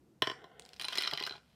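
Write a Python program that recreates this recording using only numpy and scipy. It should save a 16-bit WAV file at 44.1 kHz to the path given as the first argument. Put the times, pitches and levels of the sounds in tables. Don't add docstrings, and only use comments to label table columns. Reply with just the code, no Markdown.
import sys
import numpy as np
from scipy import signal
from scipy.fft import rfft, irfft
from scipy.io import wavfile

SR = 44100
rng = np.random.default_rng(int(sys.argv[2]) if len(sys.argv) > 2 else 0)


def pcm_store(signal):
    levels = np.round(np.clip(np.atleast_2d(signal), -1, 1) * 32767)
    wavfile.write(sys.argv[1], SR, levels.astype(np.int16).T)


N = 68355
BLOW_S, RING_S = .006, .15
TICK_T60_S, PIN_ROOM_DB = 0.018, -11

# (frequency [Hz], relative density [dB])
TICK_SPECTRUM = [(500, 0), (2500, 10.5), (5200, 7), (6500, -3), (8000, -4), (9200, -1), (10200, -8),
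                 (12500, -4), (16000, -17)]
# (delay [s], gain)
FAR_ECHOES = [(.001, 0.17), (.0037, 0.13)]


def amp(db):
    return 10 ** (np.asarray(db) / 20)


def unit_rms(x):
    return x / np.sqrt(np.mean(x ** 2) + 1e-20)


def unit_attack(x):
    return x / np.sqrt(np.mean(x[:int(BLOW_S * SR)] ** 2) + 1e-20)


def read(points, hz):
    f, value = np.transpose(points)
    return np.interp(np.log(hz + 1), np.log(f), value)


def level(points):
    s, db = np.transpose(points)
    t = np.arange(N) / SR
    return amp(np.interp(t, s, db)) * (t >= s[0])


def colour(x, points):
    hz = np.fft.rfftfreq(len(x), 1 / SR)
    return irfft(rfft(x) * amp(read(points, hz)), len(x))


def add(mix, s, sound):
    part = mix[round(s * SR):][:len(sound)]
    part += sound[:len(part)]


def ring(modes, detune=0, spread_db=0, rise_s=0.00052, damping_spread=0, polarity=1):
    t = np.arange(int(RING_S * SR)) / SR
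    hz, db, t60 = np.transpose(modes)[:, :, None]
    pitch_draw, level_draw, decay_draw = rng.standard_normal((3, len(modes), 1))
    hz = hz * (1 + detune * pitch_draw)
    t60 = t60 * np.exp(damping_spread * decay_draw)
    gain = amp(db + spread_db * level_draw) * np.exp(-np.log(1000) * t / t60)
    sign = polarity ** np.arange(len(modes))[:, None]
    partials = sign * gain * np.sin(2 * np.pi * hz * t)
    return unit_attack((1 - np.exp(-t / rise_s)) * partials.sum(0))


def crack(spectrum, t60):
    t = np.arange(int(RING_S * SR)) / SR
    noise = colour(rng.standard_normal(len(t)), spectrum)
    return unit_attack(noise * np.exp(-np.log(1000) * t / t60))


def bumps(per_s, spread_db):
    size = amp(spread_db * rng.uniform(-0.91, 1, N)) * rng.choice([-1, 1], N)
    return size * (rng.random(N) < per_s / SR)


def room(x, echoes, tail_db, gap_s=.007):
    # (frequency [Hz], t60 [s])
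    decay = [(150, 1), (500, 0.01), (1400, 0.3262), (3500, 0.11), (8000, 0.41), (15000, 0.2)]
    # (frequency [Hz], relative level [dB])
    spectrum = [(150, -16), (500, 3), (1400, 6), (3500, 6.5), (8000, 5.5), (15000, -1)]
    hz, t, bands = signal.stft(rng.standard_normal(SR // 2), SR, nperseg=256)
    fade = np.exp(-np.log(1000) * t / read(decay, hz)[:, None])
    tail = signal.istft(bands * amp(read(spectrum, hz))[:, None] * fade, SR, nperseg=256)[1]
    response = np.zeros(SR)
    response[0] = 1
    for s, gain in echoes:
        add(response, s, np.array([gain]))
    add(response, gap_s, amp(tail_db) * tail / np.linalg.norm(tail))
    return signal.fftconvolve(x, response / np.linalg.norm(response))[:N]


def room_tone(db=-69):
    # (frequency [Hz], relative density [dB])
    spectrum = [(20, -48), (40, -27), (62, 6), (90, -4), (130, 2.5), (220, 1.5), (350, -14.5), (520, -10),
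                (1000, -17), (2200, -25), (6000, -28.5), (14000, -33.5), (16000, -53)]
    return amp(db) * unit_rms(colour(rng.standard_normal(N), spectrum))


def nudge():
    # (time [s], level [dB])
    strength = [(0, -68), (.08, -66.5), (.18, -70.5), (.22, -106)]
    # (frequency [Hz], relative density [dB])
    spectrum = [(100, -6.5), (220, -19), (310, -1.5), (390, -5), (500, -20), (1500, -54), (5000, -58)]
    return level(strength) * unit_rms(colour(rng.standard_normal(N), spectrum))


def rolling_ticks(t60=0.0091):
    # (time [s], body [dB], edge [dB])
    ticks = [(0.5961, -55, -48.5), (0.6216, -57, -65), (0.652, -56.5, -63.5), (0.6616, -59, -60),
             (0.691, -56, -82), (0.733, -51.5, -63.5), (0.741, -59, -71), (0.7635, -58, -82),
             (0.768, -60, -82)]
    # (frequency [Hz], relative density [dB])
    body = [(400, -4), (1500, 0), (2800, 7.5), (4700, 13), (5800, 1), (8000, -25), (16000, -46)]
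    edge = [(3000, -1.5), (6000, -2.5), (8000, 3.5), (9300, 3.5), (10500, -14), (16000, -20)]
    out = np.zeros(N)
    for s, body_db, edge_db in ticks:
        add(out, s, amp(body_db) * crack(body, t60) + amp(edge_db) * crack(edge, t60))
    return room(out, echoes=[], tail_db=-16)


def roll():
    # (time [s], level [dB])
    strength = [(.3, -73), (.35, -57.5), (.43, -56.5), (.48, -64), (.6, -59), (.7, -65.5), (.79, -72.5),
                (1.3, -58.5), (1.42, -79.5), (1.55, -92)]
    # (frequency [Hz], relative density [dB])
    spectrum = [(60, -28), (130, 3.5), (210, -6.5), (330, -0.5), (460, 14), (570, -2), (700, 6.5),
                (1200, -10.5), (1500, -1), (1750, -9.5), (2020, -5), (2450, -19), (3200, -4.5),
                (4200, -23.5), (9000, -54)]
    grain = bumps(per_s=2700, spread_db=8.5)
    return level(strength) * unit_rms(colour(grain, spectrum))


def marble():
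    # (time [s], level [dB], contact time [s], tick [dB])
    bounces = [(0.221, -21.5, 0.00033, -34), (0.2716, -28, 0.00037, -46.5), (.298, -33, 0.00035, -56),
               (0.3143, -38.5, 0.0004, -57), (0.4413, -47, 0.000553, -67), (0.5145, -59.5, 0.00064, -88)]
    # (frequency [Hz], relative level [dB], t60 [s])
    lane_modes = [(139.1, -11.5, 0.0617), (308, -10, 0.019), (412, -6, 0.04), (481, -16.5, 0.061),
                  (640, -12.5, 0.06), (1028, -6, 0.029), (1545, -1.5, 0.011), (1624, -11.5, 0.039),
                  (1775, -3.5, 0.021), (1970, -5, 0.019), (2340, -0.5, 0.013), (2967, 10, 0.011),
                  (3100, 14, 0.015), (3427, 10, 0.018), (4034, 14, 0.022), (4643, 7, 0.032),
                  (5380, 14.5, 0.015), (6030, 9.5, 0.0087), (7500, 4.5, 0.026), (8660, 1, 0.0071)]
    # (delay [s], gain)
    near_echoes = [(.0014, 0.17), (.0028, 0.42), (.0038, 0.41)]
    out = np.zeros(N)
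    for s, db, contact_s, tick_db in bounces:
        board = ring(lane_modes, rise_s=0.00045, polarity=-0.99)
        force = np.sin(np.pi * np.arange(0, contact_s, 1 / SR) / contact_s)
        knock = unit_attack(np.convolve(board, force)[:len(board)])
        add(out, s, amp(db) * knock + amp(tick_db) * crack(TICK_SPECTRUM, TICK_T60_S))
    return room(out + roll(), near_echoes, tail_db=-9.5)


def scrape_and_hiss():
    # (time [s], level [dB])
    strength = [(.6, -73.5), (.9, -66.5), (.98, -50), (1.04, -64), (1.1, -65), (1.4, -82), (1.46, -78)]
    ticks = bumps(per_s=1300, spread_db=3)
    return level(strength) * unit_rms(colour(ticks, TICK_SPECTRUM))


def ringing_notes():
    # (time [s], frequency [Hz], level [dB], t60 [s])
    notes = [(.596, 9200, -72, 0.1), (.8127, 9350, -51, 0.042), (.849, 9200, -47.5, 0.03),
             (.8837, 9200, -58, 0.021), (.9835, 9200, -48, 0.035), (.9835, 388, -42, 0.032),
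             (.9835, 2037, -37, 0.042), (1.007, 9160, -59, 0.023), (1.0285, 9370, -54, 0.028),
             (1.05, 2000, -41.5, 0.011), (1.1832, 2030, -44.5, 0.0067), (1.2725, 7300, -61, 0.014),
             (1.2746, 1530, -38, 0.024)]
    out = np.zeros(N)
    for s, hz, db, t60 in notes:
        add(out, s, amp(db) * ring([(hz, 0, t60)]))
    return out


def collision(knock_db, clack_db, ring_db, tick_db):
    # (frequency [Hz], relative level [dB], t60 [s])
    deck_modes = [(150, -17, 0.055), (401, -6.5, 0.062), (696, -1, 0.027), (851, -3, 0.026),
                  (1015, 1.5, 0.027), (1320, 9.5, 0.0046)]
    clack_modes = [(1214, -14.5, 0.033), (1450, 1, 0.012), (1990, -1.5, 0.016), (2485, 1, 0.017),
                   (2866, -1, 0.019), (3189, 2.5, 0.023), (3413, 3, 0.016), (3500, -18, 0.0078),
                   (4500, 0, 0.01), (4920, -0.5, 0.0088), (5490, -11.5, 0.022), (5460, -36, 0.005)]
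    pin_modes = [(4043, 3, 0.015), (4120, -4.5, 0.016), (5120, -6.5, 0.013)]
    touch = dict(spread_db=3.5, damping_spread=.35)
    knock = amp(knock_db) * ring(deck_modes, detune=.011, **touch)
    clack = amp(clack_db) * ring(clack_modes, detune=.025, **touch)
    bending = amp(ring_db) * ring(pin_modes, detune=.011, **touch)
    return knock + clack + bending + amp(tick_db) * crack(TICK_SPECTRUM, TICK_T60_S)


def jostle(pin_count=10, grazes_per_s=540):
    # (time [s], level [dB])
    strength = [(.8, -50.5), (.86, -57), (.93, -45), (1.01, -50), (1.06, -43.5), (1.16, -61), (1.22, -52),
                (1.3, -66), (1.36, -57), (1.385, -79)]
    out = np.zeros(N)
    for _ in range(pin_count):
        grazes = bumps(grazes_per_s / pin_count, spread_db=2.0)
        touch = collision(knock_db=-9, clack_db=0, ring_db=-6, tick_db=-12)
        out += signal.oaconvolve(grazes, touch)[:N]
    return level(strength) * unit_rms(out)


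def pins(place_count=3):
    # (time [s], knock on the deck [dB], clack [dB], ring of the pin [dB], tick [dB])
    hits = [(0.7971, -55.5, -40, -54, -43.5), (0.8124, -54, -40.5, -47, -45.5),
            (0.821, -78, -63, -45.5, -44), (0.835, -67, -53, -50, -54), (0.844, -51, -38, -38, -72),
            (0.8503, -44.5, -43.5, -39.5, -44.5), (0.8838, -45, -37.5, -35, -40.5),
            (0.9073, -82, -54, -62, -59), (0.9247, -67, -39.5, -56, -50), (0.9263, -48.5, -53, -49, -71),
            (0.9307, -57, -37, -61, -45.5), (0.9555, -49.5, -41.5, -48, -39), (0.9609, -60, -60, -44, -53),
            (0.9703, -55.5, -50, -64, -55), (0.9747, -76, -36, -58, -36.5), (0.9769, -57.5, -61, -58, -64),
            (0.9832, -48.5, -33.5, -27.5, -36), (1.0031, -57, -39.5, -59, -61),
            (1.0082, -57, -40, -47, -44), (1.0124, -65, -38.5, -46, -76), (1.0221, -55, -37, -63, -36.5),
            (1.0352, -56, -36.5, -35.5, -73), (1.0425, -74, -43.5, -37, -50), (1.0492, -55, -39, -45, -63),
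            (1.0582, -51, -42, -40, -68), (1.0747, -47, -31.5, -30, -43), (1.0929, -67, -55, -67, -78),
            (1.112, -62, -38, -41, -47), (1.1246, -46, -54, -67, -64), (1.1313, -37, -54, -69, -71),
            (1.135, -60, -32.5, -35.5, -43.5), (1.1509, -53, -42.5, -71, -74),
            (1.1744, -48.5, -35.5, -37.5, -44), (1.1842, -82, -48, -69, -74),
            (1.1955, -87, -40.5, -57, -61), (1.2011, -53, -39, -42, -48), (1.21, -40.5, -47, -52, -76),
            (1.2253, -47.5, -36.5, -71, -46.5), (1.2374, -81.5, -41.5, -34.5, -49),
            (1.2517, -74, -52, -43, -51), (1.2648, -46, -38.5, -39.5, -43), (1.272, -46.5, -48, -69, -43.5),
            (1.2947, -68, -45, -41.5, -61), (1.3088, -46, -45, -43, -76), (1.3229, -59, -47, -44, -89),
            (1.3379, -52, -55, -56, -82), (1.3538, -52, -53, -70, -85), (1.365, -73, -58, -58, -77),
            (1.379, -59.5, -60, -69, -78)]
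    places = np.zeros((place_count, N))
    for k, (s, *levels) in enumerate(hits):
        add(places[k % place_count], s, collision(*levels))
    return sum(room(place, FAR_ECHOES, PIN_ROOM_DB) for place in places)


def scene():
    background = room_tone()
    game = nudge() + marble() + rolling_ticks() + pins()
    game += room(jostle() + ringing_notes(), FAR_ECHOES, PIN_ROOM_DB) + scrape_and_hiss()
    low_cut = signal.butter(4, 125, "high", fs=SR, output="sos")
    return (signal.sosfilt(low_cut, game) + background)[None]


def record(dry):
    low_pass = signal.firwin(511, cutoff=15900, window=("kaiser", 9), fs=SR)
    return signal.oaconvolve(dry, low_pass[None], "same")


dry = scene()
out = record(dry)
pcm_store(out)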